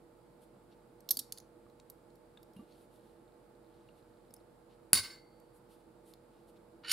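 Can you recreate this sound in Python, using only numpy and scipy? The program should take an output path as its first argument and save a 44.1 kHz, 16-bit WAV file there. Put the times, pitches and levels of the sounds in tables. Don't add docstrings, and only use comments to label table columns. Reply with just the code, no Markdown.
import sys
import numpy as np
from scipy import signal
from scipy.fft import rfft, irfft, next_fast_len
from scipy.io import wavfile

SR = 44100
rng = np.random.default_rng(int(sys.argv[2]) if len(sys.argv) > 2 else 0)


def waveform_to_disk(signal):
    frames = np.transpose(np.atleast_2d(signal))
    scaled = np.clip(frames, -1, 1) * 32767
    samples = np.round(scaled).astype(np.int16)
    wavfile.write(sys.argv[1], SR, samples)


N = 305461


def undb(db):
    return 10 ** (np.asarray(db) / 20)


def unit(x):
    return x / np.sqrt(np.mean(x ** 2))


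def peak(x, db):
    return x * undb(db) / np.abs(x).max()


def on_hz(table, n):
    hz, value = np.transpose(table)
    bin_hz = np.arange(n // 2 + 1) * SR / n
    return np.interp(np.log(bin_hz + 1), np.log(hz), value)


def colour(x, table):
    n = x.shape[-1]
    return irfft(rfft(x) * undb(on_hz(table, n)), n)


def band(x, lo_hz, hi_hz, order=2):
    edges = [lo_hz, min(hi_hz, .45 * SR)]
    return signal.sosfilt(signal.butter(order, edges, "band", fs=SR, output="sos"), x)


def fade(t60, t):
    return np.exp(-np.log(1000) * t / t60)


def ring(modes, push, scatter_db, seconds, spread=0., count=1):
    t = np.arange(int(seconds * SR)) / SR
    hz, db, t60 = np.repeat(modes, count, axis=0).T[:, :, None]
    chance = rng.standard_normal((len(hz), 2))
    hz = hz * (1 + spread * chance[:, :1])
    db = db + scatter_db * chance[:, 1:]
    sines = undb(db) * np.sin(2 * np.pi * hz * t) * fade(t60, t)
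    return signal.fftconvolve(sines.sum(0), push)[:len(t)]


def chatter(ms, seconds, rise=.12, grain_db=1.0):
    t = np.arange(int(seconds * SR)) * 1000 / SR / max(ms, .3)
    shape = np.minimum(t / rise, 1) * np.exp(-t ** 1.7)
    grain = undb(grain_db * rng.exponential(size=len(t)))
    return rng.standard_normal(len(t)) * grain * shape


def add(out, x, s, pan_db=0.):
    i = int(s * SR)
    x = x[:N - i]
    out[:, i:i + len(x)] += x * undb(np.array([[pan_db], [-pan_db]]) / 2)


def wash(x, table, unlike, span):
    t = np.arange(int(.5 * SR)) / SR
    noise = rng.standard_normal((3, len(t)))
    noise = noise[0] + unlike * noise[1:]
    tail = 0
    for hz, t60, db in table:
        tail = tail + undb(db) * band(noise, hz / span, hz * span, order=1) * fade(t60, t)
    tail = tail * np.minimum(t / 0.002, 1)
    return signal.fftconvolve(x.mean(0)[None], tail, axes=1)[:, :N]


def air():
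    # pitch in Hz, relative level in dB per Hz.
    rumble_colour = [(44, -43), (75, -12), (228, -6.5), (301, -9.5), (335, 2), (403, -16), (485, -7.5),
                     (566, -12.5), (593, -10.5), (748, -15), (859, -13.5), (943, -18), (1340, -19.5),
                     (3000, -42), (3900, -63), (6600, -120)]
    # pitch in Hz, relative level in dB per Hz.
    hiss_colour = [(1290, -24.5), (2200, -2.5), (2510, -5.5), (3420, -5.5), (3930, -4.5), (4920, -5.5),
                   (5350, -11), (6470, -13), (7390, -7), (10300, -6), (16000, -16.5)]
    rumble_db, hiss_db = -62.5, -77.5
    # pitch in Hz, correlation (1 is the same).
    alike_table = [(60, 0.76), (300, 0.78), (700, 0.19), (1500, 0.36), (6000, 0.14)]
    # pitch in Hz, left minus right in dB.
    balance_table = [(60, 2), (110, -4), (200, 1.5), (380, -5), (700, -7.5), (1290, -2.5), (2380, -2.5),
                     (4400, 0), (8120, -1), (15000, -3)]
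    # pitch in Hz, level in dB before the balance, width in Hz.
    hum_lines = [(42.18, -75, .1), (48.4, -81.5, 0.11), (125, -76, 3.8), (219.4, -78.5, 14),
                 (352, -76.5, 23), (432, -76, 6.5), (479, -69, 0.48), (534, -84, 5), (604, -77, 5.9),
                 (869, -77, 33)]

    n = next_fast_len(N)
    alike = np.clip(on_hz(alike_table, n), 0, 1)
    sign = np.array([[1], [-1]])
    out = 0
    for table, db in (rumble_colour, rumble_db), (hiss_colour, hiss_db):
        mid, side = rfft(rng.standard_normal((2, n)))
        pair = np.sqrt(1 + alike) * mid + sign * np.sqrt(1 - alike) * side
        out = out + unit(irfft(pair * undb(on_hz(table, n)), n)) * undb(db)
    t = np.arange(n) / SR
    for hz, db, width_hz in hum_lines:
        drift = np.cumsum(rng.standard_normal(n)) * np.sqrt(2 * np.pi * width_hz / SR)
        out += np.sqrt(2) * undb(db) * np.sin(2 * np.pi * hz * t + drift)
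    balance = undb(sign * on_hz(balance_table, n) / 2)
    return irfft(rfft(out) * balance, n)[:, :N]


def rustle():
    # middle in seconds, length in seconds,
    # level of the lower part (2.5-4.76 kHz) in dB, level of the upper part (8.1-12.3 kHz) in dB.
    brushes = [(0.432, .07, -77.5, -73), (.725, 0.063, -74, -94), (2.594, 0.18, -80, -80),
               (2.722, 0.16, -75, -79.5), (2.812, 0.17, -78.5, -75.5), (2.948, 0.13, -80, -76.5),
               (3.07, 0.24, -81, -81.5), (3.781, 0.33, -82.5, -101), (3.985, 0.084, -78, -79),
               (4.1, .12, -86, -94), (4.72, .1, -75.5, -93.5), (5.563, 0.095, -94, -73.5),
               (5.725, 0.12, -74, -73), (5.8, .1, -83, -84), (6.094, 0.13, -75.5, -69.5),
               (6.37, 0.23, -81, -90), (6.492, 0.066, -78, -72.5), (6.569, .04, -75.5, -85)]
    # start in seconds, stop in seconds, ticks per second,
    # middle tick height in dB before filtering.
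    screw_ticks = (2.75, 4.45, 22, -43)

    grain = rng.standard_normal((3, N)) * undb(1.8 * rng.exponential(size=N))
    grain = grain[0] + 0.48 * grain[1:]
    t = np.arange(N) / SR
    start, stop, rate, tick_db = screw_ticks
    happens = (rng.random(N) < rate / SR) * (t > start) * (t < stop)
    ticks = happens * undb(tick_db + 1.9 * rng.standard_normal(N))
    low, high = np.zeros((2, N))
    for s, length, low_db, high_db in brushes:
        swell = np.cos(np.pi * np.clip((t - s) / length, -.5, .5)) ** 2
        low = low + undb(low_db) * swell
        high = high + undb(high_db) * swell
    lower = unit(band(grain, 2500, 4760)) * low
    upper = unit(band(grain, 8100, 12300)) * high
    return lower + upper + band(ticks, 3590, 4420)


def clicks():
    # start in seconds, peak of the middle part in dB, treble part in dB against that,
    # pitch of its own ring in Hz, own ring in dB against the middle part, chatter length in ms.
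    click_list = [(1.005, -60.5, 6, 8800, 3, 2.7), (1.0894, -28.5, 0, 11100, -8, 3.7),
                  (1.107, -23, 5, 12310, 3, 8.3), (1.1704, -26, 4.5, 4910, -7, 2.7),
                  (1.1906, -30, 6, 13000, -13, 7.8), (1.3225, -28, 2, 9930, -3, 3.3),
                  (1.374, -42.5, -3, 5130, -8, 5.1), (1.3834, -42, -10, 10060, -1, 2.1),
                  (1.4010, -47, -0.5, 6280, -4.5, 3), (1.6984, -64, -4, 4030, 1, 2.9),
                  (1.799, -51.5, -16, 4000, 1.5, 1.6), (1.8994, -53.5, 8.5, 12900, 10.5, 4),
                  (2.1031, -64, -13.5, 4060, 2.5, 3), (2.1548, -64, 4, 11880, -11, 3.5),
                  (2.373, -59, -11, 3620, 9, 4.6), (2.4297, -56, 2, 12300, -8, 3.5),
                  (2.534, -64, 0, 9050, -7, 3.7), (2.5645, -65, 2, 2800, 5, 5.7),
                  (2.723, -63.5, -19, 4220, 5.5, 2.8), (2.9596, -67.5, -10, 3410, 0, 3.3),
                  (3.8872, -71, -9, 2760, 12, 5.3), (4.3065, -60.5, 2, 5400, 0, 3.3),
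                  (4.3391, -50, 8, 10000, 9.5, 2.2), (4.364, -58, 3, 5400, -0.5, 3.3),
                  (5.3993, -68, 6, 9100, 1, 3.3), (6.1365, -49, -0.5, 3548, -5, 2.5)]
    # pitch in Hz, relative level in dB, 60 dB fade in seconds.
    part_modes = [(3800, -7, .01), (4600, -3, .015), (5600, -3, .012), (6600, -2, .015), (7300, -5, .01),
                  (8600, -7, .01), (9800, -3, .016), (11500, -3, .01), (12200, 0, .02), (13300, -3, .012)]
    own_t60_s = .012
    base_low_db, low_per_db = -20, -0.1852
    pan_at_4k_db, pan_db_per_octave = -.5, -2

    out = np.zeros((2, N))
    for s, db, high_db, hz, ring_db, ms in click_list:
        push = chatter(ms, .15, rise=0.033)
        small_parts = ring(part_modes, push, 3, .15, spread=.03, count=3)
        body = peak(push, 0) + peak(small_parts, -6)
        low = peak(band(body, 1700, 3000), base_low_db + low_per_db * (db + 55.5))
        middle = peak(band(body, 3900, 8800, order=3), 0)
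        treble = peak(band(body, 7300, 14000), high_db)
        own = peak(ring([(hz, 0, own_t60_s)], push, 3, .15, spread=0.011, count=3), ring_db)
        pan_db = pan_at_4k_db + pan_db_per_octave * np.log2(hz / 4000)
        add(out, undb(db) * (low + middle + treble + own), s, pan_db)
    return out


def shop(x):
    # middle pitch in Hz, 60 dB fade in seconds, noise level in dB before filtering.
    room_tails = [(1000, .33, -47), (2100, .33, -51), (4600, .27, -49), (6500, .2, -51), (9300, .14, -53),
                  (13000, .1, -53)]

    t = np.arange(int(0.013 * SR)) / SR
    noise = band(rng.standard_normal((2, len(t))), 2500, 16000, order=1)
    echoes = undb(-28) * noise * fade(0.02, t)
    close = signal.fftconvolve(x.mean(0)[None], echoes, axes=1)[:, :N]
    return close + wash(x, room_tails, .9, 1.5)


def bench():
    # start in seconds, peak in dB before filtering, pitch in Hz, 60 dB fade in seconds.
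    thuds = [(1.17, -49.5, 263, 0.13), (1.665, -57.5, 1200, 0.03), (2.372, -62.5, 1650, 0.037),
             (2.562, -47, 194, 0.19), (2.563, -68, 2820, 0.25), (2.564, -67, 10550, .15),
             (2.566, -74, 3890, 0.13), (2.59, -44, 230, 0.11), (2.595, -59.5, 1170, 0.097),
             (2.615, -49, 307, .1), (4.929, -34.5, 330, 0.046), (4.93, -33, 180, 0.029),
             (4.943, -44.5, 237, 0.15), (4.95, -41.5, 92, 0.11), (4.988, -43, 98, 0.13)]

    out = np.zeros((2, N))
    for s, db, hz, t60 in thuds:
        push = np.hanning(int(SR / hz / 2) + 2)
        add(out, peak(ring([(hz, 0, t60)], push, 0, .4), db), s, -1.5)
    return band(out, 65, 14000)


def pliers():
    # start in seconds, crack peak in dB before brightening, chatter length in ms.
    snaps = [(4.9315, -2, 1.8), (4.936, -22, 10.5), (4.949, -22, 15), (4.967, -23, 27), (5.025, -36, 53),
             (5.089, -50.5, 68)]
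    # pitch in Hz, relative level in dB per Hz.
    snap_colour = [(180, -46.5), (300, -8), (749, -42), (1190, -12), (1640, -17), (2140, -13), (2980, -18),
                   (4370, 2.5), (6300, -13.5), (7820, -12), (9390, -1), (10600, -2.5), (13500, -15),
                   (15000, -12), (16000, -23.5)]
    # pitch in Hz, relative level in dB, 60 dB fade in seconds.
    plier_modes = [(1190, -19, .06), (1567, -15.5, 0.26), (1690, -15.5, 0.11), (2160, -9.5, 0.06),
                   (2200, -10, 0.07), (3020, 1.5, 0.0057), (3861, -8, 0.045), (4120, -10, 0.072),
                   (4550, 0, 0.078), (5185, -5, 0.047), (7222, -7.5, 0.042), (8740, -14.5, .035),
                   (8700, -10.5, 0.042), (11460, 1.5, 0.028), (10700, -7, .03)]
    # pitch in Hz, level in dB, 60 dB fade in seconds.
    long_ring = [(4500, -61, 1.3), (4605, -64.5, .9), (4440, -52.5, .4), (4200, -53, 0.44),
                 (2024, -49.5, .55), (2040, -51, .55), (2093, -48.5, .6), (2140, -47.5, .65)]
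    # middle pitch in Hz, 60 dB fade in seconds, noise level in dB before filtering.
    case_tails = [(706, 0.41, -35.5), (1352, 0.19, -38), (2096, 0.35, -38.5), (3240, 0.17, -42),
                  (4650, 0.2, -43), (6600, 0.19, -36.5), (9200, 0.12, -43), (12200, 0.15, -44.5)]
    base_bright_db, bright_per_db = 4, 0.7
    base_ring_db, ring_per_db = -15, -0.38

    steel_layer, crack_layer = np.zeros((2, 2, N))
    impulse = np.zeros(256)
    impulse[128] = 1
    response = colour(impulse, snap_colour)
    for s, db, ms in snaps:
        push = chatter(ms, .3, rise=0.22)
        crack = peak(signal.fftconvolve(push, response, "same"), db)
        steel = ring(plier_modes, push, 3, .3, spread=.02, count=3)
        steel = peak(steel, db + base_ring_db + ring_per_db * db)
        bright = undb(base_bright_db + bright_per_db * db)
        for layer, sound in (crack_layer, crack), (steel_layer, steel):
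            add(layer, sound + (bright - 1) * band(sound, 6500, 16000), s, -2.5)
    add(steel_layer, ring(long_ring, np.ones(1), 0, 1.8), snaps[0][0], -1.0)
    return steel_layer + crack_layer + wash(crack_layer, case_tails, 0.96, 1.31)


def scrape():
    # start in seconds, peak in dB.
    jerks = [(6.834, -47), (6.844, -38.5), (6.858, -43), (6.869, -37.5), (6.88, -30.5), (6.893, -25.5),
             (6.902, -26.5), (6.913, -15)]
    # pitch in Hz, relative level in dB, 60 dB fade in seconds.
    rod_modes = [(1486, 0, 0.07), (1876, -2, 0.11), (2270, -10.5, 0.039), (3020, 5, 0.051),
                 (3600, -13, .03), (4160, 8, 0.021), (4500, 5.5, 0.03), (5070, -3, 0.029), (6850, -1, .03),
                 (9100, 2, 0.028), (9250, -1, 0.032), (10340, -1, 0.033)]
    jerk_ms = 15.7
    first_tilt_db, tilt_db_per_s = -9.5, 186

    out = np.zeros((2, N))
    for s, db in jerks:
        push = chatter(jerk_ms, .12, rise=0.2)
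        low_grit = peak(band(push, 1380, 5100, order=3), -7)
        high_grit = peak(band(push, 8400, 12000, order=3), -19)
        steel = peak(ring(rod_modes, push, 3, .12, spread=.02, count=3), 0)
        rub = band(steel + low_grit + high_grit, 1300, 15000, order=3)
        tilt_db = first_tilt_db + tilt_db_per_s * (s - jerks[0][0])
        tilt = [(1000, -2 * tilt_db), (4000, 0), (16000, 2 * tilt_db - 4)]  # (Hz, dB)
        add(out, peak(colour(rub, tilt), db), s, -1.0)
    return out


def scene():
    near = clicks() + pliers() + bench() + scrape()
    return near + shop(near) + rustle() + air()


def record(dry):
    dry = signal.sosfilt(signal.butter(2, 36, "high", fs=SR, output="sos"), dry)
    return signal.sosfilt(signal.ellip(12, .2, 90, 15750, fs=SR, output="sos"), dry)


dry = scene()
out = record(dry)
waveform_to_disk(out)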